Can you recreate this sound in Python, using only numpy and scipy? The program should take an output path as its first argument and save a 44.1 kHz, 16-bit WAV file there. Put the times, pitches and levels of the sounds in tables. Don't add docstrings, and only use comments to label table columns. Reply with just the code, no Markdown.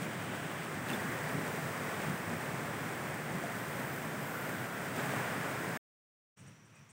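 import sys
import numpy as np
from scipy import signal
from scipy.fft import rfft, irfft, next_fast_len
from scipy.io import wavfile
from scipy.ndimage import uniform_filter1d

SR = 44100
rng = np.random.default_rng(int(sys.argv[2]) if len(sys.argv) > 2 else 0)


def store_pcm(level_fs):
    pcm = np.round(np.clip(level_fs, -1, 1) * 32767).astype(np.int16)
    wavfile.write(sys.argv[1], SR, np.atleast_2d(pcm).T)


N = 305162
TIME = np.arange(N) / SR


def undb(db):
    return 10 ** (np.asarray(db) / 20)


def unit(x):
    return x / np.sqrt(np.mean(x ** 2) + 1e-18)


def noise():
    return rng.standard_normal(N)


def colour(x, spectrum):
    hz, db = np.transpose(spectrum)
    size = next_fast_len(N)
    octave = np.log2(np.maximum(np.fft.rfftfreq(size, 1 / SR), 1))
    beyond = np.abs(octave - np.clip(octave, np.log2(hz[0]), np.log2(hz[-1])))
    gain = undb(np.interp(octave, np.log2(hz), db) - 20 * beyond)
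    return unit(irfft(rfft(x, size) * gain, size)[:N])


def walk(rate_hz):
    hold = max(int(SR / rate_hz), 2)
    steps = np.repeat(rng.standard_normal(N // hold + 1), hold)
    return unit(uniform_filter1d(uniform_filter1d(steps, hold), hold)[:N])


def grains(rate_hz, spread_db):
    return unit((rng.random(N) < rate_hz / SR) * noise() * undb(spread_db * noise()))


def narrow(hz, width_hz):
    lowpass = signal.butter(2, width_hz / 2, fs=SR, output="sos")
    sway = signal.sosfilt(lowpass, noise() + 1j * noise())
    return unit(np.real(sway * np.exp(2j * np.pi * hz * TIME)))


def held(start_s, length_s, attack_s, release_s):
    rise = np.clip((TIME - start_s) / attack_s, 0, 1)
    return rise * np.exp(-np.maximum(TIME - start_s - length_s, 0) / release_s)


def swell(centre_s, half_width_s):
    return np.exp(-2 * ((TIME - centre_s) / half_width_s) ** 2)


def arch(start_s, length_s, top_hz, sweep, skew=1, waver_hz=0):
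    progress = np.clip((TIME - start_s) / length_s, 0, 1)
    hz = top_hz * (1 - sweep * (2 * progress ** skew - 1) ** 2) + waver_hz
    envelope = (4 * progress * (1 - progress)) ** 0.262
    return envelope * np.sin(2 * np.pi * np.cumsum(hz) / SR)


def far_bird(width_hz=110):
    # centre_s, half_width_s, pitch_hz, level_db
    notes = [(6.775, .04, 2480, -70)]
    return sum(narrow(hz, width_hz) * undb(db) * np.exp(-2 * ((TIME - s) / half_width) ** 4)
               for s, half_width, hz, db in notes)


def insects(level_db):
    # freq_hz, level_db
    spectrum = [(4800, -35), (5450, -9), (5750, 0), (5880, -5), (6050, -4), (6300, -17), (7000, -35)]
    return colour(noise(), spectrum) * undb(level_db + 1.5 * walk(120))


def bird(echo_t60_s=0.18, echo_db=-2):
    # start_s, length_s, top_hz, level_db
    chips = [(6.363, .028, 9100, -70), (6.386, 0.024, 9050, -63), (6.462, .026, 9100, -64),
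             (6.644, .028, 8900, -72), (6.743, 0.027, 8950, -69), (6.89, .026, 8950, -62)]
    song = sum(undb(db) * arch(s, length, hz, sweep=.3, skew=1.4) for s, length, hz, db in chips)
    t = TIME[:SR // 2]
    scatter = rng.standard_normal(len(t)) * np.exp(-np.log(1000) * t / echo_t60_s)
    echo = signal.fftconvolve(song, scatter / np.linalg.norm(scatter))[:N]
    return song + undb(echo_db) * echo


def eddies(level_db, spectrum, flutter_db):
    return colour(noise(), spectrum) * undb(level_db + flutter_db * walk(22.04))


def shelter():
    # start_s, length_s, strength_db
    puffs = [(6.33, 0.2, 2), (6.41, 0.12, 1.5), (6.728, 0.064, 2.3)]
    # freq_hz, level_db
    eddy_spectrum = [(25, -39), (50, -38), (78, -18), (102, -1.5), (135, 0.5), (180, -5), (300, -15.5),
                     (450, -22), (1000, -42)]
    rustle_spectrum = [(200, -10), (480, 1), (700, -2), (950, 1), (1700, 0.5), (2600, -1.5), (3400, -8),
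                       (4200, -13.5), (5200, -13), (7500, -11.5), (8900, -15), (10200, -20), (12000, -26),
                       (15600, -19)]
    puff_db = sum(db * held(s, length, attack_s=.03, release_s=.034) for s, length, db in puffs)
    rumble = eddies(-60 + 0.92 * puff_db, eddy_spectrum, flutter_db=2.0)
    grainy_air = noise() + undb(-6) * grains(rate_hz=900, spread_db=2.5)
    rustle = colour(grainy_air, rustle_spectrum) * undb(-65 + puff_db)
    return rumble + rustle + insects(-76 + 1.7 * puff_db) + bird() + far_bird()


def high_tones(gust_db, waver_hz=210, flicker_db=3):
    # start_s, length_s, top_hz, level_db
    arches = [(3.5, .07, 13200, -64), (3.58, .11, 14500, -66), (3.76, .26, 14900, -57),
              (4.94, 0.13, 13900, -60.5)]
    # start_s, length_s, relative_db
    spells = [(.8, 6.5, 0), (3.5, 0.47, -2.5), (4.177, .34, 4.5)]
    waver = waver_hz * walk(300)
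    whistles = sum(undb(db) * arch(s, length, hz, sweep=.095, waver_hz=waver)
                   for s, length, hz, db in arches)
    envelope = sum(undb(db) * held(s, length, attack_s=.04, release_s=.17) for s, length, db in spells)
    sizzle = narrow(hz=13700, width_hz=4200) * envelope * undb(-64.5 + 1.3 * gust_db)
    return whistles * undb(flicker_db * walk(70)) + sizzle


def hollow(gust_db, fade_s=0.14):
    # start_s, length_s, centre_hz, width_hz, base_level_db
    notes = [(0, .6, 2857, 1100, -55.5), (0.684, .65, 1807, 400, -50), (3.0, .9, 1810, 330, -54),
             (4.197, .6, 1496, 260, -49), (4.9, .9, 1594, 350, -53.5)]
    song = sum(narrow(hz, width_hz) * undb(db) * held(s, length, fade_s, fade_s)
               for s, length, hz, width_hz, db in notes)
    return song * undb(.9 * gust_db)


def undergrowth(crack_decay_s=0.00077, crack_db=-7):
    # centre_s, half_width_s, level_db
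    brushes = [(0.03, .04, -49), (0.897, .025, -48), (0.942, .045, -52), (5.024, .08, -54.5)]
    # start_s, ring_hz, t60_s, level_db
    twigs = [(.8873, 3600, 0.0096, -36.5), (0.895, 2920, 0.011, -35), (.9020, 2740, 0.014, -31.5),
             (.9145, 2670, .015, -35), (.9335, 3520, 0.046, -37), (3.438, 685, .07, -33)]
    # freq_hz, level_db
    spectrum = [(700, -9), (2000, -1), (3400, 3), (4500, -9), (7000, -4), (8600, -3.5),
                (11500, -13), (15500, -4.5)]
    pressure = sum(undb(db) * swell(s, half_width) for s, half_width, db in brushes)
    out = pressure * colour(grains(rate_hz=5300, spread_db=2.0), spectrum)
    crack = undb(crack_db) * colour(noise(), spectrum)
    for s, hz, t60, db in twigs:
        t = np.maximum(TIME - s, 0)
        ring = np.sin(2 * np.pi * hz * t) * np.exp(-np.log(1000) * t / t60)
        out += undb(db) * (t > 0) * (ring + crack * np.exp(-t / crack_decay_s))
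    return out


def buffets(below_db=-20.5, above_db=-16):
    # centre_s, half_width_s, centre_hz, level_db
    thumps = [(.05, 0.068, 190, -45), (.34, 0.082, 140, -43.5), (.92, 0.048, 223, -38),
              (1.09, 0.089, 234, -42.5), (1.38, 0.11, 260, -41), (2.098, 0.073, 155, -37.5),
              (3.36, 0.17, 145, -44), (3.8, 0.13, 150, -49), (4.2, .05, 150, -43.5), (4.56, .1, 160, -46),
              (5.0, 0.054, 300, -41), (5.11, 0.064, 140, -42.5)]
    out = np.zeros(N)
    for s, half_width, hz, db in thumps:
        spectrum = [(hz / 2, below_db), (hz, 0), (hz * 2, above_db)]
        out += colour(noise(), spectrum) * undb(db) * swell(s, half_width)
    return out


def crowns(gust_db, rush_db=-41.5, hiss_db=-52.5):
    # freq_hz, level_db
    rush_spectrum = [(100, -26), (250, -4.5), (420, 0.5), (680, 0.5), (900, -2), (1200, -2), (1600, -1),
                     (2000, -3), (2400, -7.5), (2800, -12.5), (3400, -15.5), (4100, -21), (7000, -47.5)]
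    hiss_spectrum = [(2500, -17.5), (4200, -10), (4700, -3), (7000, -3.5), (7600, -1), (8100, -1),
                     (8450, 2), (9200, -3.5), (10000, -7), (11500, -11), (13000, -11.5), (15600, -1)]
    flutter_db = 0.41 * walk(18)
    trees = sum(noise() * undb(0.4 * walk(4.25)) for _ in range(3))
    rush = colour(trees, rush_spectrum) * undb(rush_db)
    needles = noise() + undb(-11) * grains(rate_hz=1500, spread_db=7.5)
    hiss = colour(needles, hiss_spectrum) * undb(hiss_db)
    return (rush + hiss) * undb(gust_db + flutter_db)


def hillside():
    # start_s, rise_s, decay_s, strength_db
    gusts = [(.83, .13, 1.1, 2.5), (1.32, 0.16, .8, 1), (4.93, 0.084, 0.79, 3.5)]
    # freq_hz, level_db
    eddy_spectrum = [(25, -41.5), (50, -33), (78, -19), (100, -7), (125, -3), (155, 0.5), (185, -4.5),
                     (240, -5.5), (350, -11), (600, -25.5), (1500, -45.5)]
    gust_db = sum(db * held(s, rise, rise, decay) for s, rise, decay, db in gusts)
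    rumble = eddies(-44 + 0.47 * gust_db, eddy_spectrum, flutter_db=1.0)
    return rumble + buffets() + crowns(gust_db) + hollow(gust_db) + high_tones(gust_db) + undergrowth()


def scene(wind_end_s=5.7745, shelter_start_s=6.358):
    on_slope = np.clip((wind_end_s - TIME) / 0.00088, 0, 1)
    in_shelter = np.clip((TIME - shelter_start_s) / 0.017, 0, 1) ** 3
    return (on_slope * hillside() + in_shelter * shelter())[None]


def record(dry):
    return signal.sosfilt(signal.ellip(12, .2, 70, 15750, fs=SR, output="sos"), dry)


dry = scene()
out = record(dry)
store_pcm(out)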